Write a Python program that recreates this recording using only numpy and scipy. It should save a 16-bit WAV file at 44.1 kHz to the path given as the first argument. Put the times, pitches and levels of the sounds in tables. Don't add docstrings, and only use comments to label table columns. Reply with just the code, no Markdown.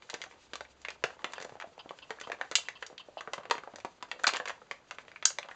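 import sys
import numpy as np
from scipy import signal
from scipy.fft import rfft, irfft, next_fast_len
from scipy.io import wavfile
from scipy.ndimage import map_coordinates

SR = 44100
rng = np.random.default_rng(int(sys.argv[2]) if len(sys.argv) > 2 else 0)


def gain_from_db(level_db):
    decades = np.asarray(level_db, float) / 20
    return 10 ** decades


def wrap_up_sound(samples):
    columns = np.atleast_2d(samples).T
    tamed = np.clip(columns, -1, 1)
    steps = np.round(tamed * 32767).astype(np.int16)
    wavfile.write(sys.argv[1], SR, steps)


N = 245122


def unit(x):
    return x / np.sqrt(np.mean(x ** 2, axis=-1, keepdims=True) + 1e-20)


def along(points, hz):
    f, value = np.transpose(points)
    return np.interp(np.log(hz + 1), np.log(f + 1), value)


def curves(rows):
    s, *columns = np.transpose(rows)
    return [np.interp(np.arange(N) / SR, s, column) for column in columns]


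def filtered(x, response):
    n = x.shape[-1]
    padded = next_fast_len(n + 8192)
    return irfft(rfft(x, padded) * response(np.fft.rfftfreq(padded, 1 / SR)), padded)[..., :n]


def hiss(spectrum):
    return unit(filtered(rng.standard_normal(N), lambda hz: gain_from_db(along(spectrum, hz))))


def wobble(rate):
    knots = rng.standard_normal(int(N * rate / SR) + 4)
    return map_coordinates(knots, [np.arange(N) * rate / SR])


def resonance(hz, centre, width):
    return 1j * hz * width / (centre ** 2 - hz ** 2 + 1j * hz * width)


def laid(times, sounds, count=6):
    spots = np.zeros((count, N + sounds.shape[1]))
    for k, (s, sound) in enumerate(zip(times, sounds)):
        spots[k % count, round(s * SR):][:len(sound)] += sound
    return spots[:, :N]


# (t/s, level/dB rms over the first 6 ms, favoured pitch f/Hz,
# fall below the pitch/dB per octave, fall above it/dB per octave)
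BUCKLES = [(0.0226, -50, 2190, 0.5, 10), (0.0925, -48.5, 1510, 6, 12), (0.0991, -34.5, 3300, 2.5, 4.5),
           (0.133, -44, 500, 1.5, 8), (0.141, -33.5, 1750, 0, 6), (0.2166, -36.5, 2070, 11.5, 6.5),
           (0.2389, -40, 1280, 3.5, 7), (0.3118, -52.5, 2250, 3, 10.5), (0.5343, -36.5, 4150, -1.5, 14),
           (0.5555, -36.5, 1150, 1, 2), (0.6079, -37.5, 880, -1, 8), (0.6502, -53, 2290, 7, 16),
           (0.817, -53.5, 5900, 6, 8), (0.8494, -35.5, 2160, 5.5, 13), (0.8851, -34.5, 2190, 1.5, 11.5),
           (0.9041, -41, 1710, 11, 7.5), (1.04, -28.5, 478, 0, 9), (1.039, -25, 1500, 9, 8.5),
           (1.1052, -46, 1310, 4.5, 13.0), (1.1923, -50, 1010, 7, 10), (1.2439, -29.5, 2000, 0.5, 10.5),
           (1.3225, -47.5, 5870, 1, -2), (1.335, -37, 1730, -0.5, 5.5), (1.3812, -38, 1700, -0.5, 10),
           (1.4017, -42, 720, -4.5, 5), (1.4133, -41.5, 3300.0, -2, 1), (1.4244, -39, 1940, -3, 2.5),
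           (1.4468, -43.5, 1920, 3, 0.5), (1.4496, -40, 537, 1, 11), (1.4943, -47, 880.0, -3, 6),
           (1.5226, -46.5, 860, -7.5, 10.0), (1.5544, -46.5, 870, -5.5, 10), (1.5668, -55, 740.0, 0, 8),
           (1.6006, -41, 2270, 1, 9.5), (1.6123, -42.5, 1250, 9, 11), (1.6227, -40.5, 1160, 5.5, 11),
           (1.641, -41, 630, 8, 16), (1.6723, -54, 876, -10, 21), (1.7792, -46.5, 850, -3, 8),
           (1.8588, -46.5, 1110, -8, 19), (1.8924, -47, 2930.0, 5.5, 16), (1.9077, -38, 1090, -3, 9.5),
           (1.988, -49, 2970, 1, 13), (2.0957, -52.5, 990, 12, 11), (2.1059, -34.5, 1640, -1.5, 8.5),
           (2.1062, -43.5, 432, 8.5, 18), (2.186, -48.5, 1680, 5, 26), (2.2003, -46.5, 1940, 4, 3),
           (2.2124, -38, 1750, 0.5, 5.5), (2.2728, -40, 1080, -4, 9), (2.2995, -36, 680, 0.5, 11),
           (2.3184, -32.5, 1790, 15, 11.5), (2.3295, -42, 1940, -5.5, 15), (2.4125, -29, 1810, 1, 14.5),
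           (2.5136, -34.5, 1180, -4, 3), (2.521, -39.5, 1800, 2, 9.5), (2.5563, -18, 6300, 17, -2),
           (2.5544, -15, 2990, 10, 3), (2.5848, -41.5, 890, -0.5, 4), (2.6858, -32.5, 1700, 4, 7.5),
           (2.8253, -35.5, 1900, 4, 12), (2.8649, -39.5, 5630, 4, 4), (2.9003, -51, 537, 20, 21),
           (2.9281, -51, 1040, -7, 14), (2.9796, -42.5, 3100, 15, 18.5), (3.086, -46, 590, 0, 22),
           (3.171, -36.5, 615, 10, 12), (3.2081, -38, 1160, 10, 8), (3.275, -37.5, 1440, -5, 16),
           (3.3342, -30, 1120, 3, 5), (3.38, -38.5, 1140, -4.5, 10), (3.4342, -52, 1050.0, 18, 9),
           (3.4541, -43, 1190.0, -1, 11), (3.499, -39.5, 2150, -4.5, 6), (3.5104, -21, 950, 6, 6.5),
           (3.553, -39.5, 1830, -3.5, 10.0), (3.581, -39, 2150, -4, 9), (3.636, -43, 1180, 0, 12),
           (3.675, -40.5, 900, 1, 15.5), (3.7369, -45, 1110, -5, 15), (3.759, -42, 1590, -1.5, 2),
           (3.7847, -47, 610, 16, 6), (3.802, -50, 2400, 2, 8), (3.8484, -32.5, 960, -3.5, 7.5),
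           (4.0259, -37, 1000, -0.5, 6), (4.1146, -32, 1940, 6, 10.5), (4.196, -45.5, 1690, -2, 7.5),
           (4.236, -26, 5030, -3, -20.5), (4.2417, -21.5, 1520, 8.5, 12.5), (4.2693, -26, 1170, 11.5, 9),
           (4.2708, -25.5, 2370, 13, 18.5), (4.2686, -21, 4410, 22, 23.5), (4.2762, -23, 4500.0, 1.5, -4),
           (4.2776, -24.5, 4450.0, -0.5, 11.5), (4.2899, -28, 1470, 13, 13), (4.336, -31, 3700, -1.5, 8),
           (4.3456, -33, 1080, 9.5, 11), (4.355, -37, 2580, 0, 7), (4.3612, -34.5, 3300.0, 2, 9.5),
           (4.3685, -32, 1720, 2, 5.5), (4.3999, -32.5, 1630, -3, 14), (4.456, -36, 1190, 12, 6.5),
           (4.476, -35.5, 2220, 2.5, 14.5), (4.483, -36.5, 1810.0, 2, 3.0),
           (4.4961, -34.5, 1720, 5.5, 10.5), (4.5042, -37, 1120, -0.5, 5), (4.6168, -49, 1276, -2.5, 26),
           (4.712, -32.5, 2276, -1, 7), (4.91, -37.0, 1195, 7.5, 7), (4.9852, -40.5, 2310, 0, 15),
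           (5.0815, -49, 2270, 1.5, 14), (5.1166, -49, 1880, 5, 8.5), (5.1603, -43, 2250, 5, 22),
           (5.226, -38, 2190, 3, 14.5), (5.2531, -21, 4490, 17, 0.5), (5.2549, -31, 1540, 9, 14.5),
           (5.2547, -10, 6000, 13, 2), (5.3045, -41, 600, 19, 4.5), (5.3861, -30, 564, 10, 3.5),
           (5.4295, -42, 2730, 7, 16), (5.4471, -49.5, 2300.0, -8, 26), (5.487, -42.5, 1370, 5, 14),
           (5.5127, -43, 1660, 2.5, 16.5), (5.5505, -23.5, 1270, 0, 7)]


def snaps():
    s, *sound = np.transpose(BUCKLES)[:, :, None]
    return laid(s.ravel(), buckle(*sound))


def buckle(db, pitch_hz, below, above):
    size = 2048
    hz = np.fft.rfftfreq(2 * size, 1 / SR) + 1
    force = rfft(jolt(len(db), size), 2 * size)
    response = spot(hz, pitch_hz, below, above) * tray_modes(hz, len(db))
    out = irfft(force * response)[:, :size]
    onset = out[:, :round(.006 * SR)]
    return gain_from_db(db) * out / np.sqrt(np.mean(onset ** 2, axis=1, keepdims=True))


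def jolt(count, size):
    shiver_db, shiver_t60_s = -19.5, 0.047
    tear_db, tear_t60_s = 3.5, 0.011
    t = np.arange(size) / SR
    slips = gain_from_db(2 * np.repeat(rng.standard_normal((count, size // 64)), 64, axis=1))
    force = gain_from_db(shiver_db - 60 * t / shiver_t60_s) * slips * rng.standard_normal((count, size))
    force *= 1 + gain_from_db(tear_db - 60 * t / tear_t60_s)
    force[:, 0] = 1
    return force


def spot(hz, pitch_hz, below, above):
    lift_db, lift_width = 4.5, 0.11
    lift_top_hz = 1950
    bass_hz = 500
    octaves = np.log2(np.minimum(hz, 8000) / pitch_hz)
    colour_db = below * np.clip(octaves, -3, 0) - above * np.maximum(octaves, 0)
    colour_db = colour_db - 10.05 * np.maximum(np.log2(bass_hz / hz), 0)
    lift_db = lift_db * np.minimum(lift_top_hz / pitch_hz, 1) ** 2
    colour_db = colour_db + lift_db * np.exp(-(np.log(hz / pitch_hz) / lift_width) ** 2)
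    cepstrum = irfft(np.log(gain_from_db(colour_db) + 1e-5))
    size = len(hz) - 1
    cepstrum[:, 1:size] *= 2
    cepstrum[:, size + 1:] = 0
    return np.exp(rfft(cepstrum))


TRAY_MODES = [440, 520, 590, 770, 880, 980, 1150, 1300, 1530, 1740, 1880, 2020, 2370, 2690, 2920, 3180,
              3450, 4100, 4600, 5800, 6200, 6700, 7300]


def tray_modes(hz, count):
    t60_s, mode_db = 0.043, -8.5
    tune, weight = rng.standard_normal((2, len(TRAY_MODES), count, 1))
    tray = np.ones((count, len(hz)), complex)
    for mode_hz, shift, size_db in zip(TRAY_MODES, tune, 2.5 * weight):
        centre = mode_hz * (1 + .015 * shift)
        width = np.log(1000) / np.pi / t60_s * (mode_hz / 1000) ** .4
        tray += gain_from_db(mode_db + size_db) * resonance(hz, centre, width)
    return tray


# (t/s, crease base level/dB, rub middle level/dB)
HANDS = [(0, -66, -65), (.23, -56.5, -63.5), (.45, -64.5, -63.5), (.75, -82, -67), (1.04, -54.5, -64),
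         (1.45, -56, -68), (1.72, -68.5, -67), (2.35, -53.5, -64), (3.03, -68.5, -66), (3.41, -53.5, -69),
         (3.7, -62, -66.5), (3.9, -70, -68.5), (4.1, -58, -68), (4.36, -41.5, -67), (4.65, -68, -67.5),
         (4.95, -65.5, -66.5), (5.5, -57.5, -64.5)]


def creases(count=330):
    when, size, pitch, below, above = rng.random((5, count, 1))
    times = when * (N - 1) / SR
    press_db = curves(HANDS)[0][(times * SR).astype(int)]
    size_db = press_db - 3 * np.log(size + 0.064) - 2.5
    sounds = buckle(size_db, 450 * 3.37 ** pitch, 6 * below, 7 + 8 * above)
    return laid(times.ravel(), sounds)


# (t/s, level/dB rms)
BLADE_DRAGS = [(1.355, -53), (1.791, -49), (2.02, -51.5), (2.234, -49.5), (2.652, -54.5), (2.753, -53),
               (2.995, -50), (3.176, -48)]
# (f/Hz, width/Hz, relative level/dB)
BLADE_MODES = [(1020, 180, -0.5), (2670, 48, 6.5), (3100, 190, 2.5), (4860, 520, -11.5)]


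def rasps():
    s, db = np.transpose(BLADE_DRAGS)
    t = np.arange(1024) / SR
    drag = rng.standard_normal((len(s), len(t))) * np.exp(-(t / 0.025) ** 2)

    def body(hz):
        return sum((-1) ** k * gain_from_db(level) * resonance(hz, centre, width)
                   for k, (centre, width, level) in enumerate(BLADE_MODES))

    return laid(s, gain_from_db(db)[:, None] * unit(filtered(drag, body)))


# (f/Hz, relative level/dB per Hz)
SKIN_COLOUR = [(1200, -24), (2500, -6.5), (7500, -10.5)]


def rub():
    return gain_from_db(curves(HANDS)[1] + 3.8 * wobble(39)) * hiss(SKIN_COLOUR)


# (f/Hz, t60/s)
ECHO_DECAY = [(400, 0.24), (8000, 0.19)]


def room(spots):
    noise = rng.standard_normal((len(spots), SR // 3))
    hz, t, z = signal.stft(noise, SR, nperseg=256)
    decay = gain_from_db(-60 * t / along(ECHO_DECAY, hz)[:, None])
    tail = signal.istft(z * decay, SR, nperseg=256)[1]
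    tail = tail / np.linalg.norm(tail, axis=1, keepdims=True)
    tail = np.pad(tail, ((0, 0), (round(0.0035 * SR), 0)))
    return signal.fftconvolve(spots, tail, axes=1)[:, :N].sum(axis=0)


# (t/s, f/Hz, level/dB rms)
HUM_PATH = [(.36, 64.2, -78), (.58, 66.8, -71), (1, 67.6, -73), (1.2, 61, -88)]


def hum():
    hz, db = curves(HUM_PATH)
    t = np.arange(N) / SR
    on = (t > HUM_PATH[0][0]) & (t < HUM_PATH[-1][0])
    return on * np.sqrt(2) * gain_from_db(db) * np.sin(2 * np.pi * np.cumsum(hz) / SR)


# (f/Hz, relative level/dB per Hz)
AIR_COLOUR = [(25, -9), (60, 0), (600, 0), (1500, -6), (4000, -15.5), (9000, -29.5)]


def air():
    return gain_from_db(-65.5) * hiss(AIR_COLOUR)


def scene():
    tray = snaps() + creases() + rasps()
    echo = gain_from_db(-9.5) * room(tray)
    return (tray.sum(axis=0) + echo + rub() + hum() + air())[None]


# (f/Hz, level/dB)
MIC_RESPONSE = [(7200, 0.5), (8000, -7.5), (8600, -17.5), (9500, -83)]
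# (f/Hz, width/Hz)
MIC_DIPS = [(5380, 330), (7700, 160), (8290, 130)]


def microphone(dry):
    def response(hz):
        dips = [(hz * hz - c * c) / (hz * hz - c * c - 1j * hz * w) for c, w in MIC_DIPS]
        return gain_from_db(along(MIC_RESPONSE, hz)) * np.prod(dips, axis=0)

    return filtered(dry, response)


def roll_off(x):
    return signal.sosfilt(signal.butter(12, 8940, fs=SR, output="sos"), x)


def record(dry):
    mix = microphone(dry)
    return roll_off(mix)


dry = scene()
out = record(dry)
wrap_up_sound(out)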